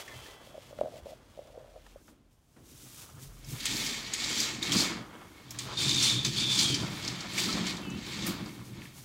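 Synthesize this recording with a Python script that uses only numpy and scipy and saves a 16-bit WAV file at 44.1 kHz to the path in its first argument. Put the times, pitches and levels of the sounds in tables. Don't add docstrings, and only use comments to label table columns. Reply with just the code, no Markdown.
import sys
import numpy as np
from scipy import signal
from scipy.fft import rfft, irfft, next_fast_len
from scipy.io import wavfile
from scipy.ndimage import uniform_filter1d

SR = 44100
rng = np.random.default_rng(int(sys.argv[2]) if len(sys.argv) > 2 else 0)


def rack_gain(trim_db):
    fader = np.asarray(trim_db, float)
    return 10 ** (fader / 20)


def digitize_waveform(pressure):
    field = np.atleast_2d(pressure).T
    bounded = np.clip(field, -1, 1)
    quanta = np.round(bounded * 32767).astype(np.int16)
    wavfile.write(sys.argv[1], SR, quanta)


N = 398840


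def rms_one(x):
    return x / np.sqrt(np.mean(x ** 2) + 1e-20)


def in_time(rows):
    s, *columns = np.transpose(rows)
    t = np.arange(N) / SR
    gate = (t >= s[0]) & (t <= s[-1] + 0.02)
    return [np.interp(t, s, c) for c in columns] + [gate]


def swells(rows):
    t = np.arange(0, N + 40, 40) / SR
    s, *hold, level_db, rise, fall = np.transpose(rows)[:, :, None]
    before = 20 * np.maximum((s - t) / rise, 0)
    after = 20 * np.maximum((t - s - sum(hold)) / fall, 0)
    loudest = np.max(level_db - before - after, axis=0)
    return np.interp(np.arange(N) / SR, t, np.maximum(loudest, -130))


def drift(rate):
    r = np.exp(-80 * np.pi * rate / SR)
    noise = rng.standard_normal(N // 40 + 2002)
    slow = signal.lfilter([1], [1, -2 * r, r * r], noise)[2000:]
    return np.interp(np.arange(N) / 40, np.arange(len(slow)), rms_one(slow))


def colour(x, spectrum):
    size = next_fast_len(N)
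    hz, level_db = np.transpose(spectrum)
    log_hz = np.log(np.arange(size // 2 + 1) * SR / size + 1)
    gain = rack_gain(np.interp(log_hz, np.log(hz), level_db, -90, -90))
    return rms_one(irfft(rfft(x, size) * gain, size)[:N])


def resonate(x, modes):
    out = 0
    for k, (hz, width_hz, level_db) in enumerate(modes):
        r = np.exp(-np.pi * width_hz / SR)
        poles = [1, -2 * r * np.cos(2 * np.pi * hz / SR), r * r]
        out = out + (-1) ** k * rack_gain(level_db) * signal.lfilter([1 - r * r, 0, r * r - 1], poles, x)
    return rms_one(out)


def grains(per_s, spread_db, clump_db):
    sizes = rack_gain(spread_db * np.minimum(rng.exponential(1, N), 5)) * rng.standard_normal(N)
    contacts = rng.random(N) < per_s / SR
    return rms_one(sizes * contacts * rack_gain(clump_db * drift(16.7)))


def add(out, s, sound):
    at = round(s * SR)
    out[at:at + len(sound)] += sound[:N - at]


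def struck(rows):
    out = np.zeros(N)
    for s, level_db, hz, t60 in rows:
        t = np.arange(int(t60 * SR)) / SR
        decay = rack_gain(level_db - 60 * t / t60)
        add(out, s, decay * (1 - np.exp(-t * hz * 2.0)) * np.sin(2 * np.pi * hz * t))
    return out


# f/Hz, level/dB per Hz
FLOOR_SPECTRUM = [(24, -27), (40, 24), (71, 7), (151, -43), (219, 7), (513, -6), (582, 2), (1880, -12.5),
                  (7280, -24), (15800, -33)]


def room_tone():
    return rack_gain(-73.5) * colour(rng.standard_normal(N), FLOOR_SPECTRUM)


# t/s, rustle level/dB, rise/s, fall/s per 20 dB
STIRS = [
    (0.005, -41, .1, .05),
    (.27, -53.5, 3.8, 0.25),
    (.46, -58, .27, 0.4),
    (.63, -58, .23, 0.4),
    (.81, -60.5, .27, 1.1),
    (.98, -55, .22, 0.06),
    (1.1, -56.5, .14, .12),
    (1.42, -64, .9, 1),
    (1.92, -64.5, 1.3, .16),
]
# f/Hz, level/dB per Hz
RUSTLE = [(1180, -43), (2000, -8.5), (2440, -8.5), (3220, -7.5), (3990, -10), (6600, -13.5), (14500, -22),
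          (15800, -21)]
# t/s, level/dB
QUILT_RUB = [(0, -48), (.05, -55.5), (.3, -53), (.45, -59.5), (1.15, -63), (1.25, -64.5), (2.0, -66)]
# f/Hz, level/dB per Hz
RUB_SPECTRUM = [(180, -29), (300, -3), (539, -1), (673, -2.5), (1400, -6.5), (1750, -9), (2500, -26),
                (3250, -50), (5500, -120)]


def bedding():
    rub_db, rubbing = in_time(QUILT_RUB)
    rustle = rack_gain(swells(STIRS)) * colour(grains(9000, 0.65, 0.8), RUSTLE)
    return rustle + rubbing * rack_gain(rub_db) * colour(grains(4000, 0.7, 0.99), RUB_SPECTRUM)


# t/s, level/dB, f/Hz, t60/s
CHARM = [(0.0, -57, 3370, 3.6), (.14, -54, 3106, 1.6), (.14, -62, 2659, 2.0), (.28, -57, 1992, .9)]


def charm():
    return struck(CHARM)


# t/s, peak level/dB, f/Hz, top level/dB
KNOCKS = [(0.078, -37, 1780, -28), (3.4441, -41.5, 5000, -9), (3.6032, -30, 3980, -38),
          (3.654, -14.5, 6570, -14), (3.7239, -26, 3660, -35), (3.7663, -25, 4500, -30),
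          (3.8616, -26, 4590, -35), (3.9404, -30, 2180, -40), (4.135, -16.5, 6740, -32.5),
          (4.239, -19.5, 3930, -41), (4.2961, -28, 7480, -30), (4.3805, -27, 7500, -8),
          (4.4005, -16, 4760, -12), (4.6262, -18.5, 3670, -21), (4.7185, -12, 3230, -36),
          (4.803, -17, 4300, -25), (5.5055, -32, 5070, 1.5), (5.587, -20, 6600, -24),
          (5.7315, -38, 3700, -45), (5.7705, -26, 4200, -44), (5.817, -18, 3610, -15),
          (5.854, -20, 3600, -40), (5.891, -17, 3790, -29), (5.942, -17, 3600, -33),
          (6.0001, -20, 4300, -25), (6.0267, -16, 5400, -18), (6.036, -17, 7600, -18),
          (6.0965, -15, 3670, -24), (6.2467, -12.5, 3460, -41.5), (6.262, -23, 6200, -25),
          (6.3613, -28, 4600, -40), (6.3977, -20, 4110, -40), (6.511, -23, 4000, -35),
          (6.5894, -13.5, 4160, -34), (6.692, -26, 4400, -10), (6.7426, -18, 4600, -25),
          (7.0265, -31, 3450, -40), (7.0475, -29, 4560, -35), (7.0763, -20.5, 4200, -40),
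          (7.2051, -29, 4300, -35), (7.3338, -30, 6640, -35), (7.3782, -18.5, 2200, -18),
          (7.5249, -23, 4100, -35), (7.6653, -18.5, 3380, -40), (7.7664, -30, 3730, -35),
          (7.8996, -36, 5700, -40), (8.0632, -34, 3780, -30), (8.2213, -28, 3260, -40),
          (8.2651, -28, 4580, 9), (8.4582, -38.5, 4370, -34)]


def knocks():
    out, t = np.zeros(N), np.arange(SR // 3) / SR
    onset = np.minimum(t / 0.0023, 1)
    short, longer = [rack_gain(-60 * t / t60) * onset for t60 in (0.045, 0.15)]
    below = signal.butter(2, 9000, fs=SR, output="sos")
    above = signal.butter(2, 8500, "high", fs=SR, output="sos")
    noises = rng.standard_normal((len(KNOCKS), len(t)))
    for (s, level_db, hz, top_db), noise in zip(KNOCKS, noises):
        ring = resonate(noise, [(hz, 300, 0), (hz * 1.2, 1500, -9)])
        rail = resonate(noise, [(2200, 340, 7.0), (3500, 320, 3.5), (4600, 1500, 7.1), (6770, 1830, 5.8)])
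        rail = signal.sosfilt(below, rail)
        crack = rack_gain(top_db + 3.5) * signal.sosfilt(above, noise)
        flurry = (0.32 * short + 0.22 * longer) * (rail + crack)
        add(out, s, rack_gain(level_db - 7) * (short * ring + flurry))
    return out


# t/s, level/dB, f/Hz, t60/s
TAPS = [(.078, -45, 1864, 0.07), (.115, -43, 1780, 0.1), (.08, -50, 2070, .3), (.125, -50, 2040, .2),
        (.083, -52, 2200, .1), (.134, -45, 600, .05), (.158, -41, 95, .12), (.26, -42, 1770, 0.049),
        (7.49, -30, 1313, 0.1), (3.25, -47, 42.3, 4.5), (1.02, -41, 70, .15)]


def taps():
    return struck(TAPS)


# t/s, hold/s, rattle level/dB, rise/s, fall/s per 20 dB
PULLS = [(3.5, 5.4, -62, .2, .3), (3.7, 0.088, -33.5, 0.19, 0.7), (4.2, .08, -35.5, 0.24, .5),
         (4.405, .02, -30, .36, .2), (4.63, .08, -35.5, 0.037, .1), (4.73, 0.091, -28.5, 0.05, .15),
         (4.9, .001, -40, .2, .16), (5.79, .2, -29.5, 0.03, 0.46), (6.045, .03, -26.5, .4, .24),
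         (6.38, .1, -31.5, .1, 0.6), (6.6, .001, -26, 0.5, 0.38), (6.74, .001, -33, .4, .1),
         (6.85, .5, -41.5, .2, 0.56), (7.39, .001, -29, .09, 0.45), (7.68, .02, -35, .3, .14),
         (7.75, .001, -43, .2, 0.2), (7.07, .01, -37, .15, .2), (8.14, .08, -38.5, .15, .42),
         (8.28, .001, -35.5, 0.5, .14), (8.78, .03, -52, .3, .3)]
# from t/s, low rail walls level/dB, swish level/dB, flap level/dB, frame boom level/dB
CURTAINS = [
    (0, -35.5, -51, -45, -12),
    (4.6, -33.5, -49, -44, .1),
    (5.45, -42, -56.5, -48, .1),
    (6.85, -36.5, -50, -44, 4),
]
PULL_REF_DB = -29.5


def held_curtain():
    starts = [row[0] * SR for row in CURTAINS]
    return np.searchsorted(starts, np.arange(N), "right") - 1


def pull():
    jolt_db, rise_s, fall_s = -16.5, 0.0069, 0.13
    jolts = [(s + 0.002, level_db + jolt_db, rise_s, fall_s) for s, level_db, _, _ in KNOCKS[1:]]
    _, *levels = np.transpose(CURTAINS)
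    held = held_curtain()
    pull_db = swells(PULLS)
    rattle_db = np.maximum(pull_db, swells(jolts))
    return [pull_db, rattle_db] + [uniform_filter1d(c[held], size=2000) for c in levels]


# t/s, wall level/dB, frame level/dB, rise/s, fall/s per 20 dB
THUMPS = [(.16, -56, -59, .2, 0.3), (.82, -51.5, -48.5, 0.13, 0.21), (1.0, -64, -62.5, 3.4, 1.5),
          (2.1, -76, -62, 0.62, .3), (2.62, -62, -60.5, 0.14, 5), (3.19, -48, -56, .12, 0.5),
          (3.54, -38, -44.5, 0.12, 0.1), (3.74, -46, -40.5, .28, .85), (4.3, -49, -42, .6, 1.45),
          (4.75, -39, -31, 0.25, 0.35), (5.2, -60, -54.5, .9, 1.2), (5.6, -47, -48, 0.3, 6),
          (5.86, -36.5, -38, 0.22, 3), (6.7, -35, -36.5, 0.86, 0.8), (7.11, -44, -44, 1.5, .6),
          (7.55, -43, -35, .42, .5), (7.91, -42, -39, .25, .5), (8.29, -42, -37, 0.48, .5),
          (8.79, -44, -47, .5, .19)]
# f/Hz, width/Hz, level/dB
WALL = [(123.6, 16.2, -0.5), (150.7, 25, -6.5)]
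# f/Hz, width/Hz, level/dB
FRAME = [(180, 24, 1.5), (228, 23.2, 0), (280, 48, -0.5), (343, 129, -7)]
# f/Hz, width/Hz, level/dB
SWAY = [(40.7, 10, -1.5), (68, 68, 6)]


def rumble():
    wall_db, frame_db = [swells([(row[0], row[k], *row[3:]) for row in THUMPS]) for k in (1, 2)]
    sway_db = -39.5 + 0.35 * wall_db
    shakes = grains(1500, 2.0, 1.37)
    boom_db = pull()[-1]
    frame = resonate(shakes, FRAME) + 0.52 * (rack_gain(boom_db) - 1) * resonate(shakes, FRAME[:1])
    struck_parts = rack_gain(wall_db) * resonate(shakes, WALL) + rack_gain(frame_db) * frame
    return struck_parts + rack_gain(sway_db + 1.5) * resonate(rng.standard_normal(N), SWAY)


# t/s, hold/s, creak level/dB, rise/s, fall/s per 20 dB
SQUEEZES = [(.47, .001, -59, .035, 0.2), (.545, .001, -50, 0.027, 0.08), (.72, .001, -60, .07, 0.3),
            (.82, 0.064, -45, 0.058, 0.02), (.9, .07, -52.5, .03, 0), (1.0, .001, -45.5, 0.099, 0.01),
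            (1.065, 0.071, -49, .01, .02), (1.39, .08, -52.5, .03, 0.1), (1.585, .001, -48, 0.15, 0.2),
            (1.76, .001, -51.5, 0.22, 0.07)]
# f/Hz, width/Hz, level/dB
CASE = [(515, 75, -1), (610, 65, 3), (684, 133, -5)]
# t/s, peak level/dB, f/Hz
SLIPS = [(0.472, -44, 580), (0.544, -41, 614), (0.552, -41, 600), (0.579, -35, 560), (0.708, -44, 581),
         (0.728, -39, 563), (0.789, -31, 585), (0.812, -17.5, 600), (0.834, -38, 600), (0.844, -37, 530),
         (0.858, -39, 620), (0.872, -39, 590), (0.882, -39, 600), (0.965, -39, 636), (1.058, -36, 540),
         (1.067, -36, 580), (1.09, -41, 560), (1.12, -41, 620), (1.375, -39.5, 580), (1.391, -32.5, 573),
         (1.42, -44, 600), (1.576, -35, 510), (1.959, -39.5, 563)]


def grip():
    ringing = resonate(resonate(grains(700, 2.6, 1.5), CASE), [(594, 530, 0)])
    slips = struck([(s, level_db + 5.5, hz, 0.03) for s, level_db, hz in SLIPS])
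    return rack_gain(swells(SQUEEZES)) * ringing + slips


# t/s, level/dB, f/Hz, t60/s
BUMPS = [(.785, -45, 1300, .03), (0.808, -38, 2500, 0.013), (1.054, -46, 1500, 0.015),
         (1.864, -43, 1080, 0.026), (2.079, -53, 1100, .07), (2.085, -54.5, 280, 0.29),
         (2.562, -59.5, 1300, .06), (2.565, -57.5, 297, 0.4), (5.544, -41, 1400, .05)]


def bumps():
    out, t = np.zeros(N), np.arange(SR // 3) / SR
    onset = np.minimum(t / 0.0023, 1)
    noises = rng.standard_normal((len(BUMPS), len(t)))
    for (s, level_db, hz, t60), noise in zip(BUMPS, noises):
        add(out, s, rack_gain(level_db - 60 * t / t60) * onset * resonate(noise, [(hz, hz * 0.5, 0)]))
    return out


# t/s, level/dB
HUM = [
    (1.1, -71),
    (1.3, -64),
    (1.7, -58),
    (1.98, -55),
    (2.01, -90),
]


def hum():
    hum_db, humming = in_time(HUM)
    hum_hz = 43.5
    return humming * rack_gain(hum_db + 1.5 * drift(5.1)) * np.sin(2 * np.pi * hum_hz * np.arange(N) / SR)


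# t/s, swish level/dB, rise/s, fall/s per 20 dB
BRUSHES = [(2.09, -70, .3, .09), (2.33, -78, .08, .14), (2.68, -64, 0.11, 5), (2.82, -58.5, 0.27, 1.1),
           (3.02, -53, .4, .13), (3.23, -55.5, 0.096, 0.13), (3.51, -50.5, 0.084, 0.5),
           (3.78, -46, 0.2, 0.3), (3.86, -48, .3, .12), (5.2, -68.5, 1.5, 3), (5.595, -54, 0.02, .16),
           (6.25, -55, .03, 0.2), (6.95, -58, .4, .6), (7.4, -45, 0.11, 0.2), (7.8, -65, 1.5, 1.5),
           (8.08, -59.5, 0.15, 0.7), (8.28, -46.5, 0.049, .09), (8.48, -62, .3, .7),
           (8.66, -60.5, .09, 0.23), (8.84, -59.5, 0.1, .16), (8.98, -57.5, .1, 0.3)]
# t/s, flap level/dB, rise/s, fall/s per 20 dB
BILLOWS = [(4.8, -36, .4, .25), (5.14, -51.5, .8, .3), (5.63, -44.5, 0.3, 0.35), (7.04, -45, 1.8, 0.5),
           (7.48, -41.5, 0.66, .7), (8.3, -45, 0.8, .3)]
# f/Hz, level/dB per Hz
SWISH = [(710, -27), (1200, -12), (1870, -9), (2340, -5.5), (3610, -2.5), (4280, -4), (5920, -0.5),
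         (12600, -5.5), (15800, -8)]
# f/Hz, level/dB per Hz
FLAP = [(210, -36), (350, -3.5), (691, -5), (751, -5), (896, -3), (1280, -2), (2600, -17), (3380, -11.5),
        (5720, -120)]


def cloth():
    swish_follows, flap_follows = 1.57, 0.6
    flap_lag_s, walk_flap_db = 0.075, -2.5
    pull_db, _, _, swish_db, flap_db, _ = pull()
    effort, brush_db = pull_db - PULL_REF_DB, swells(BRUSHES)
    swish_db = np.maximum(brush_db, swish_db + swish_follows * effort)
    swish = rack_gain(swish_db + 5.5) * colour(grains(15000, 0.8, 0.69), SWISH)
    loose_db = np.maximum(brush_db + walk_flap_db, swells(BILLOWS))
    swing = rack_gain(np.maximum(flap_db + flap_follows * effort, loose_db))
    r = np.exp(-1 / (flap_lag_s * SR))
    return swish + signal.lfilter([1 - r], [1, -r], swing) * colour(grains(5000, 1.75, 2.36), FLAP)


# f/Hz, width/Hz, level/dB
RAIL = [(3213, 270, 12.5), (3570, 70, 9.5), (3790, 130, 6.5), (4080, 90, 8), (4394, 260, 11.5),
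        (4700, 200, 10), (5440, 74, 1), (5800, 30, 1), (6570, 200, 7), (7520, 200, 6)]
# f/Hz, level/dB per Hz
RAIL_BED = [(820, -8), (1400, -12.5), (1930, -16), (2250, 2.5), (2830, -7.5), (3530, 2), (5070, -1),
            (7510, -3.5), (9370, -28), (15500, -117)]
# f/Hz, width/Hz, level/dB
RAIL_LOW = [(1820, 200, 3.5), (2200, 78, 13), (2660, 700, -5)]
# top level/dB, sizzle level/dB, sizzle f/Hz
TREBLE = [
    (3.5, -34, 9000),
    (2.0, -22, 9000),
    (-0.6, -16.5, 9400),
    (-1.5, -19, 8800),
]


def gliders():
    walls_follow, walls_full_db = 0.89, -6
    top_hz, top_follows = 5200, 0.42
    sizzle_width_hz, sizzle_follows, patchy_db = 3000, 0.8, 1.0
    pull_db, rattle_db, walls_db, *_ = pull()
    low_db = walls_db + walls_follow * np.minimum(rattle_db - PULL_REF_DB, walls_full_db)
    contacts = grains(9000, 0.4, 1.0)
    rings = sum(rack_gain(mode[2] + 3.6 * drift(16)) * resonate(contacts, [mode]) for mode in RAIL)
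    rattle = rack_gain(-2) * colour(contacts, RAIL_BED) + rack_gain(-5.0) * rms_one(rings)

    top = signal.sosfiltfilt(signal.butter(2, top_hz, "high", fs=SR, output="sos"), rattle)
    effort, held = pull_db - PULL_REF_DB, held_curtain()
    top_db = uniform_filter1d(np.transpose(TREBLE)[0][held], size=2000)
    top_db = top_db + top_follows * effort + patchy_db * drift(8)
    sizzle = np.zeros(N)
    for k, (_, level_db, hz) in enumerate(TREBLE):
        band = [(hz, sizzle_width_hz, 0)]
        sizzle += (held == k) * rack_gain(level_db) * resonate(resonate(top, band), band)
    sizzle *= rack_gain(sizzle_follows * effort + patchy_db * drift(12))
    rattle = rattle + (rack_gain(top_db) - 1) * top + sizzle
    return rack_gain(rattle_db - 3.0) * rattle + rack_gain(low_db - 2.0) * resonate(contacts, RAIL_LOW)


# t/s, f/Hz, level/dB
SINGING = [(5.76, 3600, -67), (5.78, 3655, -33.5), (5.95, 3630, -36), (6.19, 3584, -32), (6.31, 3500, -46),
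           (6.45, 3564, -29), (6.56, 3514, -35), (6.75, 3110, -38), (6.79, 3080, -63)]


def singing():
    hz, level_db, on = in_time(SINGING)
    r = np.exp(-np.pi * 210 / SR)
    contacts = grains(3000, 1.3, 1.5) * np.exp(2j * np.pi * rng.random(N))
    slow = signal.lfilter([1], [1, -2 * r, r * r], contacts)
    carrier = np.exp(2j * np.pi * np.cumsum(hz) / SR)
    return on * rack_gain(level_db) * rms_one(np.real(slow * carrier))


# t/s, f/Hz, level/dB
SQUEAK = [(7.81, 2780, -66), (7.84, 2700, -56), (7.87, 2620, -53), (7.9, 2570, -51), (7.93, 2640, -53),
          (7.96, 2730, -55), (7.99, 2800, -66)]


def squeak():
    upper, upper_db = 1.13, -2
    hz, level_db, on = in_time(SQUEAK)
    phase = 2 * np.pi * np.cumsum(hz * (1 + 0.00375 * drift(57))) / SR
    whistles = np.sin(phase) + rack_gain(upper_db) * np.sin(upper * phase)
    return on * np.sqrt(2) * rack_gain(level_db - 0.6 + 2.5 * drift(40)) * whistles


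# t/s, level/dB, start f/Hz, end f/Hz
SNAPS = [
    (8.818, -38.5, 3400, 1680),
    (8.854, -40, 3100, 1660),
]


def snaps():
    out, t = np.zeros(N), np.arange(SR // 30) / SR
    for s, snap_db, start_hz, end_hz in SNAPS:
        glide_hz = end_hz + (start_hz - end_hz) * np.exp(-t / 0.0021)
        envelope = rack_gain(snap_db - 60 * t / 0.038) * np.minimum(t / 0.00054, 1)
        add(out, s, envelope * np.sin(2 * np.pi * np.cumsum(glide_hz) / SR))
    return out


def room(x):
    t60_s, level_db, first_echo_s = 0.38, -9.5, 0.006
    t = np.arange(int(0.6 * SR)) / SR
    tail = rng.standard_normal(len(t)) * rack_gain(-60 * t / t60_s) * (t > first_echo_s)
    return rack_gain(level_db) * signal.fftconvolve(x, tail / np.sqrt(np.sum(tail ** 2)))[:N]


def scene():
    far = knocks() + gliders() + singing() + squeak() + snaps()
    near = bedding() + charm() + taps() + grip() + bumps() + hum()
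    return (far + room(far) + near + rumble() + cloth() + room_tone())[None]


def top_cut(x):
    return signal.sosfilt(signal.butter(12, 16790, fs=SR, output="sos"), x)


def record(dry):
    low_pass = signal.ellip(10, 0.5, 50, 15800, fs=SR, output="sos")
    mix = signal.sosfilt(low_pass, dry)
    return top_cut(mix)


dry = scene()
out = record(dry)
digitize_waveform(out)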